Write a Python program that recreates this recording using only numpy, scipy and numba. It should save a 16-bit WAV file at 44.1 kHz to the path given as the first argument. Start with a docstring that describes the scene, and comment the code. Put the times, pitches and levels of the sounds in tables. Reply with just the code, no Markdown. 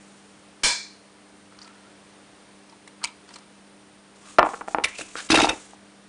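"""A steel magnet snaps onto a plastic tag close to a small microphone: ringing noise that fades band by band.
A pin ticks in and out of the tag, each tick a tiny gritty push that rings the magnet and tag.
The pin drops and bounces on a wooden table; the tag is pulled off, scraped and dumped there.
Blows ring the wood, rattles ring the loose tag, and shaped noise makes the rubbing and rustling.
A small room answers all but the snap and the background of hiss, a thin whine and a mains hum."""
import sys
import numpy as np
from scipy import signal
from scipy.fft import rfft, irfft
from scipy.io import wavfile
from scipy.ndimage import uniform_filter1d
from numba import njit

SR = 44100
rng = np.random.default_rng(int(sys.argv[2]) if len(sys.argv) > 2 else 0)


def log_audio(samples):
    """Write samples as a 16-bit WAV file to the path given in sys.argv[1]."""
    # one column per channel
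    frames = np.atleast_2d(samples).T
    # limit to full scale, then quantise
    limited = np.clip(frames, -1, 1)
    pcm = np.round(limited * 32767).astype(np.int16)
    wavfile.write(sys.argv[1], SR, pcm)


N = 268128  # length of the scene in samples

# Hiss spectrum: (frequency [Hz], level per Hz [dB]); only its shape counts
HISS_SHAPE = [(15, -58), (25, -28), (60, -18), (170, -11.5), (450, -10.5), (756, -13), (2000, -18),
              (5760, -25), (9050, -29), (11000, -20)]
HISS_DB = -50.5
# Mains hum tones: (frequency [Hz], level [dB])
HUM_TONES = [(199.5, -59), (300.5, -61.5), (399.5, -70)]
WHINE_HZ, WHINE_WIDTH_HZ, WHINE_DB = 8980, 510, -66.5  # a narrow band of hiss

# Sleeves and skin rustling; the levels are those between 5 and 10 kHz:
# (start [s], turning point of the level [s], cut-off [s],
#  start level [dB], turning level [dB], level towards the cut-off [dB])
RUSTLES = [(0., .05, 0.41, -58, -62, -70), (1.58, 1.64, 1.72, -71, -66, -74),
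           (3.3, 3.345, 3.37, -74, -52, -78), (4.15, 4.31, 4.375, -64, -51, -54),
           (4.44, 4.55, 4.67, -52, -49, -66), (4.67, 4.7, 4.745, -48, -49, -51),
           (4.87, 4.93, 4.96, -48, -54, -52), (4.945, 5.005, 5.04, -50, -40, -48),
           (5.025, 5.1, 5.17, -53, -50, -51), (5.155, 5.2, 5.285, -49, -44, -49),
           (5.29, 5.33, 5.5, -40, -40, -44), (5.485, 5.6, 5.76, -46, -49, -62)]
# Pin and fingers rubbing on the tag; levels are of the hollow sound, open grit is relative to it;
# a stroke cut off before its turning point never reaches it, one cut off before its start is silent:
# (start [s], turning point of the level [s], cut-off [s],
#  start level [dB], turning level [dB], level towards the cut-off [dB],
#  hollow pitch at start [Hz], hollow pitch at cut-off [Hz], open grit [dB])
RUB_STROKES = [(1.5, 1.68, 1.93, -63, -58, -65, 1250, 1450, -3),
               (2.68, 2.734, 2.7, -62, -50.5, -62, 970, 965, -14),
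               (3.27, 3.31, 3.45, -61, -58.5, -67, 1480, 1230, 2),
               (4.18, 4.204, 4.17, -62, -48.5, -63, 1030, 1050, -22),
               (4.23, 4.26, 4.42, -58, -53, -70, 1100, 1250, -1),
               (4.86, 4.92, 4.985, -41, -47, -47, 1760, 2650, -16),
               (4.987, 5.02, 5.13, -45, -53.5, -60, 2590, 2540, -15),
               (5.155, 5.208, 5.228, -43, -33.5, -50, 1370, 1600, 0.5)]
# The tag dragged over the table:
# (start [s], turning point of the level [s], cut-off [s],
#  start level [dB], turning level [dB], level towards the cut-off [dB],
#  hollow pitch at start [Hz], hollow pitch at cut-off [Hz], open grit [dB])
DRAG_STROKES = [(5.292, 5.363, 5.48, -33, -28.5, -35, 1620, 1150, 7),
                (5.468, 5.49, 5.57, -40, -30, -60, 2480, 2300, -14)]
DRAG_RUMBLE_DB, DRAG_RUMBLE_HZ = -8, 95

# Resonances of magnet and tag held together: (frequency [Hz], width [Hz], level [dB])
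HELD_MODES = [(966, 39, -4), (1375, 68, -10), (1620, 160, -7.5), (2250, 123, -2.5), (2356, 59, -1),
              (3030, 170, -4.5), (3460, 130, -7.5), (4104, 150, -2), (4260, 350, -3.5), (4660, 220, -4),
              (5020, 770, -4.5), (6990, 840, -3), (7650, 680, -9), (8450, 480, -6)]
# Resonances of the loose tag: (frequency [Hz], width [Hz], level [dB])
LOOSE_MODES = [(1550, 75, -28), (2020, 1340, 7.5), (2644, 27, 4), (3200, 370, -4.5), (3585, 110, -0.5),
               (3770, 27, -1.5), (4980, 50, -9.5), (5550, 170, -15), (6620, 280, -13.5), (9760, 1400, -14)]
# Resonances of the table top: (frequency [Hz], width [Hz], level [dB])
TABLE_MODES = [(313.6, 15, -0.5), (377, 36, -3.5), (508, 127, -0.5), (671, 29, -4), (840, 150, -2.5),
               (1160, 350, -1.5), (1357, 89, -10), (1750, 270, -9.5), (2250, 320, -14), (3170, 1000, -32)]

SNAP_S, SNAP_DB, SNAP_HOLD_S = .634, -16, 0.033  # start, level, time at full level
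# How slowly the snap fades: (frequency [Hz], time to fall by 60 dB [s])
SNAP_FADE = [(200, 0.17), (600, 0.37), (990, 0.3), (1700, 0.38), (2340, 0.44), (3000, 0.21), (3700, 0.44),
             (4280, 0.53), (5000, 0.45), (7000, 0.42), (10000, 0.25)]

# Pin and clutch ticking in the held tag; the click is relative to the ringing body:
# (time [s], body level [dB], contact [s], click pitch [Hz], click level [dB])
TICK_HITS = [(1.588, -48.5, 0.0018, 4500, 12.5), (1.614, -49, 0.0058, 4670, 14),
             (1.644, -45, 0.0065, 4600, 3), (1.627, -48, .004, 6000, 4), (1.675, -37, .002, 8500, -3),
             (2.696, -47, 0.0017, 4900, 4), (2.8754, -31.5, 0.0026, 950, -24),
             (2.723, -50.5, 0.0039, 935, 5.5), (3.012, -46, 0.015, 1290, 10.5),
             (3.032, -32, 0.0061, 4340, 2), (3.0398, -14, .001, 4500, -0.5),
             (3.045, -14, 0.00096, 4900, -1), (3.0521, -22.5, 0.0021, 2360, -5.5),
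             (3.071, -33, 0.0037, 3500, -5), (3.084, -41, .005, 2450, -6), (3.289, -40, 0.0028, 4530, -0.5),
             (3.305, -42, 0.0051, 1400, -5), (3.338, -40.5, 0.0032, 4770, 6),
             (3.357, -34, 0.0041, 4100, -2.5), (3.385, -43, 0.0025, 4940, -3)]
# treble tilt per octave; each second of contact would take off this much tilt, so long contacts are duller
TICK_TILT_DB, TICK_DULLING_DB_PER_S = 1.5, 1503

# Blows on the table; the click is relative to the ringing body:
# (time [s], body level [dB], click pitch [Hz], click level [dB])
KNOCK_HITS = [(4.385, 2.5, 1240, -5), (4.388, 5.5, 678, -3), (4.393, 4.5, 1010, -3.5),
              (4.398, -9.5, 1210, -5), (4.405, -12, 1030, -10), (4.412, -23, 1300, -3),
              (4.42, -21, 853, -9), (4.429, -3.5, 1030, -0.5), (4.4507, -18, 905, 1),
              (4.462, -22.5, 1130, 6), (4.468, -15.5, 760, -1), (4.49, -21, 920, -6),
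              (4.5355, -23, 794, -6), (4.5395, -22, 1108, -2.5), (4.544, -22, 1350, -7),
              (4.61, -22.5, 990, -10), (4.613, -22.5, 1320, -5), (4.617, -26, 890, 0),
              (4.678, -24.5, 763, -10), (4.683, -18, 770, -5), (4.747, -3.5, 870, -9),
              (4.785, -8.5, 856, -7), (4.799, -22, 900, -4), (4.992, -28, 568, 0), (5.011, -22.5, 1560, -5),
              (5.155, -18, 1350, -6), (5.302, -3, 308, -10.5), (5.321, -13.5, 322, -6),
              (5.33, -13.5, 318, 4.5), (5.342, -7.5, 869, -.5), (5.348, -11, 540, -3.5),
              (5.374, -4, 1530, -18), (5.377, -10.5, 306, -3), (5.39, -3.5, 860, -11), (5.398, -7, 814, -6),
              (5.407, -7, 795, -4.5), (5.428, -12.5, 322, 1), (5.445, -4, 787, -4),
              (5.4715, -12.5, 880, -3.5), (5.504, -15, 764, -5), (5.53, -27.5, 335, -1.5),
              (5.734, -38.5, 826, -2)]
# contact of a 0 dB blow; weak blows last longer, by gain ** -softening; tilt per octave
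KNOCK_CONTACT_S, KNOCK_SOFTENING, KNOCK_TILT_DB = .00005, 0.18, 3.5

# The loose tag rattling: (time [s], body level [dB], click pitch [Hz])
RATTLE_HITS = [(4.8375, -11, 2380), (4.8414, -7, 2310), (4.852, -16.5, 2200), (4.865, -42, 1900),
               (4.881, -32, 2710), (4.984, -25.5, 2580), (4.998, -27, 3700), (5.012, -26, 2550),
               (5.2876, -29.5, 1903), (5.3025, -8, 1690), (5.3143, -7.5, 4140), (5.341, -10.5, 2600),
               (5.3535, -4.5, 2400), (5.3723, -14.5, 1510), (5.3983, -12.5, 2630), (5.4152, -9.5, 2620),
               (5.4313, -15, 2720), (5.4439, -17, 2590), (5.4894, -10, 3540), (5.5148, -29, 2350),
               (5.707, -46, 2370)]
LET_GO_S = 5.28  # until then a hand damps the tag
GRIPPED_CONTACT_S, FREE_CONTACT_S = 0.0024, .0034
RATTLE_TILT_DB, RATTLE_CLICK_DB = 3.5, -4.5  # tilt per octave; click relative to the body

ROOM_T60_S, ROOM_DB, ROOM_DULL_HZ = 0.27, -18.5, 1670
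TOP_HZ = 10000  # the recorder passes little above this


def undb(db):
    """Turns decibels into a gain."""
    return 10 ** (np.asarray(db) / 20)


def unit(x):
    """Scales a signal to an average (RMS) level of 1."""
    return x / np.sqrt(np.mean(x ** 2))


def band(x, hz, width):
    """One resonance: lets through a band at least 10 Hz wide around hz."""
    return signal.lfilter(*signal.iirpeak(hz, hz / max(width, 10), SR), x)


def ring(x, modes, tilt_db=0., scatter_db=0., damping=0.92, turn=-1):
    """Sum of resonances: tilt turns about their middle, damping widens them, turn ** k scales mode k."""
    all_hz = np.array(modes)[:, 0]
    middle_hz = np.sqrt(all_hz[0] * all_hz[-1])
    lift_db = tilt_db * np.log2(all_hz / middle_hz) + scatter_db
    total = 0
    for k, (hz, width, db) in enumerate(modes):
        # a negative turn flips every other resonance
        gain = turn ** k * undb(db + lift_db[k]) * np.sqrt(hz / width)
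        total = total + gain * band(x, hz, width * damping)
    return total


def colour(x, points):
    """Shapes the spectrum along (Hz, dB) points."""
    point_hz, point_db = np.transpose(points)
    hz = np.maximum(np.arange(len(x) // 2 + 1) * SR / len(x), 1)
    gain = undb(np.interp(np.log(hz), np.log(point_hz), point_db))
    return irfft(rfft(x) * gain, len(x))


def walk(rate):
    """Slow random drift: levels drawn rate times a second, smoothed, with a typical size of 1."""
    step = int(SR / rate)
    levels = np.repeat(rng.standard_normal(N // step + 1), step)
    smooth = uniform_filter1d(uniform_filter1d(levels, step), step)
    return unit(smooth[:N])


def swell(strokes, edge_s):
    """Gain over time: each stroke's level glides, with soft edges, until its cut-off."""
    t, gain = np.arange(N) / SR, 0
    for row in strokes:
        edge = np.clip(np.minimum(t - row[0], row[2] - t) / edge_s, 0, 1)
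        gain = gain + edge * undb(np.interp(t, row[:3], row[3:6]))
    return gain


def strike(events, modes, scatter_db, rough, swelling, damping, click_q, thump_db, turn):
    """Each contact is a push that swells and dies; it rings the body and clicks at the pitch of the touched spot."""
    out, t = np.zeros(N + 4096), np.arange(4096) / SR
    grit = rng.standard_normal((len(events), len(t)))
    spot = rng.standard_normal((len(events), len(modes)))  # each touched spot favours other modes
    for k, (start_s, db, contact_s, tilt_db, click_hz, click_db) in enumerate(events):
        x = t / max(contact_s, 3e-5)
        push = (1 + rough * grit[k]) * x ** swelling * np.exp(-x)
        body = ring(push, modes, tilt_db, scatter_db * spot[k], damping, turn)
        click = band(push, click_hz, click_hz / click_q)
        click = band(click, click_hz, 2 * click_hz / click_q)
        hit = body / np.abs(body).max() + undb(click_db) * click / np.abs(click).max()
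        # each hit also carries a short, smooth 50 Hz thump, as an overloaded microphone gives
        thump = np.sin(2 * np.pi * 50 * t) * t / .005 * np.exp(-t / .008)
        hit = hit + undb(thump_db) * thump
        i = int(start_s * SR)
        out[i:i + len(t)] -= undb(db) * hit
    return out[:N]


def background():
    """Hiss that drifts a little, a thin whine from filtered noise and a gently wavering mains hum."""
    t = np.arange(N) / SR
    hiss = unit(colour(rng.standard_normal(N), HISS_SHAPE)) * undb(HISS_DB + .5 * walk(3.36))
    whine = unit(band(rng.standard_normal(N), WHINE_HZ, WHINE_WIDTH_HZ)) * undb(WHINE_DB)
    hum = 0
    for hz, db in HUM_TONES:
        level = np.sqrt(2) * undb(db + walk(8))
        hum = hum + level * np.sin(2 * np.pi * hz * t + walk(10) / 2)
    return hiss + whine + hum


@njit
def hollow(x, hz, q):
    """Band-pass whose centre moves, like a hollow changing size; q sets how narrow it is."""
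    y, band_state, low_state = np.empty(len(x)), 0., 0.
    for i in range(len(x)):
        g = np.tan(np.pi * hz[i] / SR)
        v = (band_state + g * (x[i] - low_state)) / (1 + g * (g + 1 / q))
        band_state, low_state, y[i] = 2 * v - band_state, low_state + 2 * g * v, v
    return y


def rubbing():
    """Gritty friction, partly through the hollow between hand and plastic; cloth hisses above it."""
    grain = rng.standard_normal(N) * undb(3.1 * walk(300))
    strokes = np.vstack([RUB_STROKES, DRAG_STROKES])
    t, ends_s = np.arange(N) / SR, strokes[:, [0, 2]].ravel()
    hollow_hz = np.interp(t, ends_s, strokes[:, 6:8].ravel())
    cavity = unit(hollow(grain, hollow_hz, 8.))

    open_gain = undb(np.interp(t, ends_s, np.repeat(strokes[:, 8], 2)))
    bare = open_gain * unit(colour(grain, [(300, -2), (1500, 18), (4000, 19.0), (10000, 6)]))

    cloth = colour(rng.standard_normal(N) * undb(2 * walk(150)),
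                   [(300, -5.5), (1200, -3.5), (3000, -3), (5000, -4.0), (7000, 2), (11000, -4.5)])
    treble = signal.butter(4, [5000, 10000], "band", fs=SR, output="sos")
    cloth = cloth / np.std(signal.sosfilt(treble, cloth))

    # the drag shakes the table and the tag
    drag = swell(DRAG_STROKES, edge_s=0.027)
    board = undb(4.5) * unit(ring(grain, TABLE_MODES))
    board += undb(DRAG_RUMBLE_DB) * unit(band(grain, DRAG_RUMBLE_HZ, 70.))
    board += undb(-2.5) * unit(ring(grain, LOOSE_MODES, damping=3.5))

    friction = (cavity + bare) * (swell(RUB_STROKES, edge_s=0.013) + drag)
    return friction + board * drag + cloth * swell(RUSTLES, edge_s=.012)


def snap():
    """A hard crack whose dense echo stays level for a moment, then fades band by band, over a low thump."""
    t = np.arange(int(.6 * SR)) / SR
    noise = rng.standard_normal(len(t))
    dense = unit(unit(ring(noise, HELD_MODES)) + undb(-3.0) * noise)
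    # split into short time frames and frequency bands, so each band can fade at its own speed
    fade_hz, t60_s = np.transpose(SNAP_FADE)
    hz, frame_s, spectrum = signal.stft(dense, SR, nperseg=256)
    band_t60_s = np.interp(np.log(hz + 1), np.log(fade_hz), t60_s)[:, None]
    fade = np.maximum(frame_s - SNAP_HOLD_S, 0) / band_t60_s
    tail = signal.istft(spectrum * undb(-60 * fade), SR)[1][:len(t)]
    thump = undb(-13.0) * np.sin(2 * np.pi * 17.0 * t) * np.exp(-t / 0.031)
    out, i = np.zeros(N), int(SNAP_S * SR)
    out[i:i + len(t)] = undb(SNAP_DB) * (tail + thump)
    return out


def ticking():
    """Gritty little contacts inside the gripped tag; longer contacts sound duller."""
    hits = []
    for start_s, db, contact_s, click_hz, click_db in TICK_HITS:
        tilt_db = TICK_TILT_DB - TICK_DULLING_DB_PER_S * contact_s
        hits.append((start_s, db, contact_s, tilt_db, click_hz, click_db))
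    return strike(hits, HELD_MODES, 1.5, rough=5., swelling=.5, damping=3., click_q=6., thump_db=-38., turn=-1)


def knocking():
    """Hard, clean blows on wood, which swallows the treble."""
    hits = []
    for start_s, db, click_hz, click_db in KNOCK_HITS:
        contact_s = KNOCK_CONTACT_S * undb(-KNOCK_SOFTENING * db)
        hits.append((start_s, db, contact_s, KNOCK_TILT_DB, click_hz, click_db))
    knocks = strike(hits, TABLE_MODES, 4.6, rough=0.015, swelling=0.91, damping=0.84,
                    click_q=3.23, thump_db=-39.0, turn=0.92)
    return signal.sosfilt(signal.butter(3, 3000., fs=SR, output="sos"), knocks)


def rattling():
    """The tag chatters at each contact, briefly and dully in the hand, ringing once let go."""
    gripped, free = [], []
    for start_s, db, click_hz in RATTLE_HITS:
        in_hand = start_s < LET_GO_S
        contact_s = GRIPPED_CONTACT_S if in_hand else FREE_CONTACT_S
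        hit = (start_s, db, contact_s, RATTLE_TILT_DB, click_hz, RATTLE_CLICK_DB)
        (gripped if in_hand else free).append(hit)
    dull = strike(gripped, LOOSE_MODES, 5.8, rough=5., swelling=1.15, damping=9.,
                  click_q=6.3, thump_db=-36.0, turn=-1.11)
    ringing = strike(free, LOOSE_MODES, 2.9, rough=5., swelling=0.89, damping=2.6,
                     click_q=3.3, thump_db=-26.0, turn=-1.05)
    return dull + ringing


def room(x):
    """A dense, slightly dull tail of fading noise that starts with the first wall echo, after 4 ms."""
    t = np.arange(int(.6 * SR)) / SR
    echo = rng.standard_normal(len(t)) * undb(-60 * t / ROOM_T60_S) * (t > .004)
    echo = signal.lfilter(*signal.butter(1, ROOM_DULL_HZ, fs=SR), echo)
    echo = echo / np.sqrt(np.sum(echo ** 2))
    return undb(ROOM_DB) * signal.fftconvolve(x, echo)[:N]


def scene():
    """Near sounds, their room echo, the snap and the background."""
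    near = ticking() + knocking() + rattling() + rubbing()
    return (near + room(near) + snap() + background())[None]


def record(dry):
    """The recorder rounds the loudest peaks and cuts the top."""
    rounded = np.tanh(1.3 * dry) / 1.3
    steep = signal.ellip(10, .3, 40, TOP_HZ, fs=SR, output="sos")
    slope = signal.butter(8, TOP_HZ + 500, fs=SR, output="sos")
    return signal.sosfilt(np.vstack([steep, slope]), rounded)


dry = scene()
out = record(dry)
log_audio(out)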